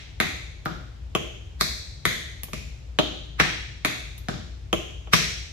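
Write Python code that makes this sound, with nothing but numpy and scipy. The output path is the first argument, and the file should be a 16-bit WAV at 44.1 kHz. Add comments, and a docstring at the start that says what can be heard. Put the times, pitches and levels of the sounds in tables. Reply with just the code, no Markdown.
"""A dancer in tap shoes works slowly through dig, brush, ball and heel drop on a wooden studio floor.
Each blow shapes a click into the ring of a metal plate and adds dying modes of sole, boards and floor.
Random echo patterns make the chatter near the blow, and fading noise makes the bare room's bright tail.
Ventilation rumbles underneath: shaped noise, with a hum of sine waves that beat together."""
import sys
import numpy as np
from scipy import signal
from scipy.fft import rfft, irfft, next_fast_len
from scipy.io import wavfile

SR = 44100
rng = np.random.default_rng(int(sys.argv[2]) if len(sys.argv) > 2 else 0)


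def pcm_store(signal):
    """Save signal as 16-bit PCM."""
    levels = np.round(np.clip(np.atleast_2d(signal), -1, 1) * 32767)
    wavfile.write(sys.argv[1], SR, levels.astype(np.int16).T)


N = 243431  # length of the scene in samples
TAPS = 8192  # length of a click, ring or echo pattern in samples


def amp(db):
    """Turns decibels into a gain."""
    return 10 ** (np.asarray(db) / 20)


def evened(x):
    """Scales a sound to an rms of one."""
    return x / np.sqrt(np.mean(x ** 2) + 1e-20)


def read(points, hz, axis=1):
    """Reads one column of a table, joined by straight lines on a log-frequency axis."""
    columns = np.transpose(points)
    return np.interp(np.log(hz + 1), np.log(columns[0] + 1), columns[axis])


def add(mix, s, sound):
    """Lays a stereo sound into the mix at time s, cutting off what falls outside."""
    start = round(s * SR)
    sound = sound[:, max(-start, 0):]
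    part = mix[:, max(start, 0):][:, :sound.shape[1]]
    part += sound[:, :part.shape[1]]


# The step goes dig, brush, ball, heel drop, then changes foot, with a light heel touch here and there.
# Columns: start_s, foot, stroke, force_db, brightness_db_per_octave, ring_hz,
# ring_db (against the force), muting_db
STEP_BLOWS = [ (-.26, "left", "brush", 17, 0, 2170, -3, -1),
              (.2020, "left", "ball", 20, 0.3, 2060, -0.5, 12.5),
              (0.6584, "left", "drop", 14.5, -5.5, 1340, 4.5, 8.5),
              (1.1510, "right", "dig", 21, -3, 2660, -7, 3),
              (1.6110, "right", "brush", 14.5, 4.5, 4050, 6, 19),
              (2.0539, "right", "ball", 18.5, 3, 1960, 6.5, 12.5),
              (2.484, "right", "dig", -6.5, -8, 700, -6, 12), (2.5333, "right", "drop", 7, 4.5, 2360, 2, 2),
              (2.9884, "left", "dig", 26, -5.5, 3660, -6.5, 6.5),
              (3.4, "left", "brush", 21.5, -1.5, 1760, 2, 1.5),
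              (3.8490, "left", "ball", 19, 1.3, 1950, -6, 12),
              (4.2856, "left", "drop", 16, -2, 1460, -5, 8.5),
              (4.7293, "right", "dig", 21.5, -2.5, 2740, -8, 4),
              (5.073, "right", "dig", -3.5, -8.5, 690, 0, 8),
              (5.1346, "right", "brush", 22, 2.66, 5600, -3.5, 2)]
# A plate just touches the floor as the weight shifts. Columns: start_s, foot, force_db
LIGHT_GRAZES = [(.6538, "left", -13.5), (2.4343, "right", -1.5), (4.18, "left", -14)]
# All grazes touch alike. Columns: brightness_db_per_octave, ring_hz, ring_db (against the force), muting_db
GRAZE_CONTACT = (-1.5, 11800, -3, 13)


def dance():
    """Plays the strokes of the step, and the light grazes between them."""
    mix = np.zeros((2, N))
    grazes = [(s, foot, "graze", force_db, *GRAZE_CONTACT) for s, foot, force_db in LIGHT_GRAZES]
    for row in STEP_BLOWS + grazes:
        for start, sound in blow(*row):
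            add(mix, start, sound)
    return mix


# How each stroke shares out its force. Columns: floor_thump_db, board_knock_db, sole_clack_db, plate_db,
# room_db, muted_band_hz (before the foot's pitch ratio)
FORCE_SHARES = { "dig": (4, 0, -4, 0.5, -2.5, 2098), "brush": (9, -3, 1.5, -4, 0.5, 3330),
                "ball": (5, -4, -3, 0, 1.5, 3084), "drop": (12, -2.5, -5.5, -2, 2, 2500),
                "graze": (10, -7, -4, 0, -3.5, 1600)}
# The two shoes and the spots they land on differ. Columns: extra_floor_thump_db, muted_band_pitch_ratio
FOOT_DIFFERENCES = {"left": (-1.5, 0.98), "right": (1.8, 0.9)}


def blow(s, foot, stroke, force_db, bright_db, ring_hz, ring_db, mute_db,
         sole_lead_s=0.0007, thump_scatter=0.72, board_scatter=1.0):
    """One blow sounds shoe, boards and floor together, then fills the room: a list of (s, stereo sound)."""
    thump_db, knock_db, clack_db, plate_db, room_db, mute_hz = FORCE_SHARES[stroke]
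    spot_db, tuning = FOOT_DIFFERENCES[foot]
    metal = shoe(stroke, clack_db, plate_db, bright_db, ring_hz, ring_db, tuning * mute_hz, mute_db)
    sole = amp(clack_db) * sole_knock(foot)
    parts = [(s - sole_lead_s, np.tile(sole, (2, 1)))]
    if stroke == "brush":
        parts.append((s - TAPS / SR, faint_swell(metal)))
        metal = metal + amp(plate_db) * plate_zing()
    thump = amp(thump_db + spot_db) * floor_thump()
    knock = amp(knock_db) * board_knock(foot)

    # part of the wood's sound is scattered close by, the rest is heard plain
    scattered = metal + thump_scatter * thump + board_scatter * knock
    plain = (1 - thump_scatter) * thump + (1 - board_scatter) * knock
    everything = metal + thump + knock
    parts.append((s, signal.fftconvolve(scattered[None], near_field(), axes=1)))
    parts.append((s, np.tile(plain, (2, 1))))
    parts.append((s, amp(room_db) * signal.fftconvolve(everything[None], studio(), axes=1)))
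    return [(start, amp(force_db) * sound) for start, sound in parts]


# How plate and shoe ring in each stroke. Columns: pitch_hz, width_hz, level_db (before the plate's share)
SHOE_RESONANCES = { "dig": [(2260, 1200, -10), (3140, 325, -1), (6510, 1240, -13), (11100, 2000, -19.5),
                   (12400, 2400, -34)], "brush": [(2040, 1180, 7.5), (3780, 940, 1.5), (5720, 1740, -6),
                   (7740, 380, -8.5), (10750, 640, -11.5), (12760, 1200, -17.5)],
                   "ball": [(1440, 790, -3.5), (2340, 690, 1.5), (3260, 860, 0), (6330, 800, -14.5),
                   (7500, 1500, -20), (10860, 2600, -20)], "drop": [(1610, 790, -8), (2390, 270, -4),
                   (3610, 1360, -9.5), (5600, 1270, -13.5), (7230, 530, -15.5), (10700, 1300, -22.5)],
                   "graze": [(2500, 1600, -2), (6470, 4300, -4), (11100, 1200, 3.5), (13200, 2300, 0)]}


def shoe(stroke, clack_db, plate_db, bright_db, ring_hz, ring_db, mute_hz, mute_db,
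         ring_share=0.19, mute_share=0.24, crack_db=-24, clack_hz=1230, clack_width=260):
    """Metal meets wood: wide resonances, damped by the foot, over a short crack."""
    hz = np.fft.rfftfreq(TAPS, 1 / SR)

    def bump(centre, width):
        """A smooth peak of height one; the width is in Hz."""
        return 1 / (1 + ((hz - centre) / (0.79 * width)) ** 2) ** 2

    power = sum(amp(db) ** 2 * bump(f, width) for f, width, db in SHOE_RESONANCES[stroke])
    power = power + amp(crack_db) ** 2 * bump(1500, 3800)
    power = power * amp(plate_db + bright_db * np.log2((hz + 300) / 2500)) ** 2
    power = power + amp(clack_db) ** 2 * bump(clack_hz, clack_width)
    # the point of contact favours one ring of the plate and mutes one band
    power = power + amp(ring_db) ** 2 * bump(ring_hz, ring_share * ring_hz)
    gain = np.sqrt(power) * amp(-mute_db * bump(mute_hz, mute_share * mute_hz))
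    small_plate = hz ** 2 / (hz ** 2 + 300 ** 2)  # a small plate radiates little bass
    return causal(gain * small_plate)


def causal(gain):
    """Makes the sharpest one-sided click that has this spectrum (minimum phase)."""
    log_gain = np.log(np.maximum(gain, 1e-5))
    circle = np.concatenate([log_gain, log_gain[-2:0:-1]])
    return np.fft.ifft(np.exp(np.conj(signal.hilbert(circle)))).real


SWELL_DB, SWELL_S = -15, 0.0046  # level of the noise before a brush, and the time constant of its growth


def faint_swell(metal):
    """A faint noise in the plate's colour swells for a few milliseconds before the blow."""
    ahead = np.arange(TAPS, 0, -1) / SR  # seconds left until the blow
    noise = rng.standard_normal((2, TAPS)) * np.exp(-ahead / SWELL_S)
    noise *= amp(SWELL_DB) / np.linalg.norm(noise, axis=1, keepdims=True)
    return signal.fftconvolve(metal[None], noise, axes=1)


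def ringing(modes, lag=.002, rise=.002):
    """Dying modes; bending waves are slow, so low ones swell late (lag and rise in s at 300 Hz)."""
    t = np.arange(TAPS) / SR
    out = np.zeros(TAPS)
    for hz, db, t60 in modes:
        age = np.maximum(t - lag * np.sqrt(300 / hz), 0)
        ring = (1 - np.exp(-age * hz / (300 * rise))) * amp(-60 * age / t60)
        out += amp(db) * 2 * ring / ring.sum() * np.sin(2 * np.pi * hz * age)
    return out


# A plate that flies clear of the floor after a brush sings on briefly.
# Columns: pitch_hz, level_db (against the plate), fade_by_60_db_s
ZING_MODES = [(1740, -15, 0.11), (2520, -7, 0.21), (3310, 8.5, 0.15), (5405, -11, 0.12), (5600, 1, 0.067),
              (5760, -19, 0.12), (5930, -16, 0.16)]


def plate_zing():
    """The free plate rings in several modes, with no floor to damp it."""
    return ringing(ZING_MODES, lag=0.000047, rise=0.00078)


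# The stiff sole of each foot. Columns: pitch_hz, level_db (before the stroke's clack), fade_by_60_db_s
SOLE_MODES = {"left": [(1237, -0.5, 0.0089), (1624, -12.5, 0.0047), (1810, -19, 0.05)],
              "right": [(1143, 3.5, 0.02), (1590, -16, 0.053)]}


def sole_knock(foot):
    """The stiff sole knocks straight along the floor in quick, short modes."""
    return ringing(SOLE_MODES[foot], lag=.0001, rise=0.0031)


# The boards under each foot. Columns: pitch_hz, level_db (before the stroke's knock), fade_by_60_db_s
BOARD_MODES = { "left": [(310.8, 7, 0.023), (397.7, 4, 0.072), (436, -1.5, 0.03), (627, 4, 0.059),
               (700, 0, 0.018), (797, -22, 0.0074)], "right": [(346.4, 4.5, 0.035), (404, 3.5, 0.012),
               (628.6, 4, 0.042), (682, -2, 0.016), (1022, -6, 0.018)]}


def board_knock(foot):
    """The boards under the foot bend and ring at their own pitches."""
    return ringing(BOARD_MODES[foot], lag=0.0007, rise=0.012)


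# The sprung floor as a whole. Columns: pitch_hz, level_db (before the stroke's thump), fade_by_60_db_s
FLOOR_MODES = [(133.6, -7.5, 0.23), (161, 0.5, 0.027), (209, -5, 0.022)]


def floor_thump():
    """The whole floor gives way slowly in a few deep modes."""
    return ringing(FLOOR_MODES, lag=0.0029, rise=0.0093)


# Near walls and ceiling. Columns: delay_s (before a tiny random delay is added), left_db, right_db
FIRST_ECHOES = [(.0021, -13, -43), (0.0099, -22, -11), (0.054, -26, -24)]


def near_field(direct_db=-3.5, chatter_db=-4.0, chatter_s=0.013, port_lag=.00005):
    """The direct blow, the chatter of plate and boards just after it, and the first echoes."""
    t = np.arange(TAPS) / SR
    cloud = rng.standard_normal((2, TAPS)) * np.exp(-t / chatter_s) * (1 - np.exp(-t / 0.00051))
    paths = amp(chatter_db) * cloud / np.linalg.norm(cloud, axis=1, keepdims=True)
    paths[0, round(port_lag * SR)] += amp(direct_db)  # the left side hears the blow slightly later
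    paths[1, 0] += amp(direct_db)
    for delay, left_db, right_db in FIRST_ECHOES:
        at = round(delay * SR) + rng.integers(0, 16, size=2)
        paths[[0, 1], at] += amp([left_db, right_db])
    return paths


# How long the bare room rings. Columns: pitch_hz, fade_by_60_db_s
ROOM_FADE = [(150, 0.42), (400, 0.76), (1000, 0.54), (2200, 0.7844), (4000, 0.87), (7000, 0.85),
             (12000, .5), (16000, 0.56)]
# How strongly the room answers. Columns: pitch_hz, tail_level_db (before the stroke's room share)
ROOM_LEVEL = [(100, -3), (200, -2), (600, -4.5), (1200, -9.5), (2000, -2.5), (3000, -1), (4500, 0.5),
              (7000, 1), (12000, -6), (16000, -14)]


def studio(build_s=0.012, same=0.34):
    """A diffuse tail of noise, drawn anew for every blow, each band dying at its own speed."""
    a, b = rng.standard_normal((2, int(1.3 * SR)))
    same = np.clip(same, -1, 1)  # left-right likeness
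    noise = np.array([a, same * a + np.sqrt(1 - same ** 2) * b])
    hz, t, bands = signal.stft(noise, SR, nperseg=256)
    t60 = read(ROOM_FADE, hz)[:, None]
    unit = np.sqrt(2 * np.log(1000) / (t60 * SR))  # gives slow and quick fades the same energy
    fade = np.exp(-np.log(1000) * t / t60)
    level = amp(read(ROOM_LEVEL, hz))[:, None]
    tail = signal.istft(bands * unit * fade * level, SR, nperseg=256)[1]
    return tail * (1 - np.exp(-np.arange(tail.shape[1]) / SR / build_s))


# Tone of the ventilation noise. Columns: pitch_hz, level_db_per_hz (only the shape counts)
AIR_TONE = [(20, -38), (32, -15), (45, -1.5), (62, 4), (95, -1.5), (135, -7.5), (200, -24.5), (300, -25),
            (600, -32.5), (1200, -40.5), (3000, -38.5), (7500, -45.5), (10000, -57.5), (16000, -71)]
# How alike the noise is on both sides. Columns: pitch_hz, left_right_likeness (1 is identical)
AIR_LIKENESS = [(60, 1), (130, 0.69), (300, 0.34), (1000, 0.4), (8000, 0.34)]
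# Fans at nearly the same speed beat against each other. Columns: pitch_hz, level_db
FAN_HUM = [(58.36, -42), (57.8, -55), (59.5, -53.5)]
AIR_DB = -39  # level of the ventilation noise


def ventilation():
    """Duct rumble with a faint hiss from shaped noise, and the beating hum of the fans."""
    hz = np.fft.rfftfreq(N, 1 / SR)
    a, b = rfft(rng.standard_normal((2, N)))
    same = np.clip(read(AIR_LIKENESS, hz), -1, 1)
    noise = np.array([a, same * a + np.sqrt(1 - same ** 2) * b])
    air = irfft(noise * amp(read(AIR_TONE, hz)), N)
    t = np.arange(N) / SR
    hum = sum(amp(db) * evened(np.sin(2 * np.pi * (fan_hz * t + rng.random()))) for fan_hz, db in FAN_HUM)
    return amp(AIR_DB) * evened(air) + hum


def scene():
    """The dancer in the ventilated studio."""
    return dance() + ventilation()


# The microphone pair. Columns: pitch_hz, shared_level_db, difference_level_db
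PORT_TONE = [(69, -2.5, -10), (210, -1, 1.5), (1020, 2, 5.5), (6650, -1.5, 1), (8310, -6, 7.5),
             (8460, -42.5, 12.5), (9070, -40.5, 0.5), (10340, -2.5, 12), (12660, 3.5, -15), (14500, 7, -22),
             (16000, -9, -17)]
# Which side is louder. Columns: pitch_hz, left_minus_right_db
SIDE_BALANCE = [(50, 5.5), (100, -0.5), (170, 12), (350, 2), (700, -0.5), (2500, .5), (5000, 2),
                (9000, 1.5)]
EDGE_HZ = 16000  # cutoff of the band limit


def record(dry):
    """Two close ports that oppose each other near 9 kHz, soft overload on the peaks, then the band limit."""
    size = next_fast_len(N + TAPS)
    hz = np.fft.rfftfreq(size, 1 / SR)
    left, right = rfft(dry, size)
    mid = (left + right) / 2 * amp(read(PORT_TONE, hz, axis=1))
    side = (left - right) / 2 * amp(read(PORT_TONE, hz, axis=2))
    lean = amp(read(SIDE_BALANCE, hz) / 2)
    heard = irfft(np.array([(mid + side) * lean, (mid - side) / lean]), size)[:, :N]
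    heard = heard / (1 + (heard / .9) ** 4) ** .25  # peaks bend smoothly towards 0.9
    band_limit = signal.firwin(201, EDGE_HZ, window=("kaiser", 9), fs=SR)
    return signal.oaconvolve(heard, band_limit[None], "same")


dry = scene()
out = record(dry)
pcm_store(out)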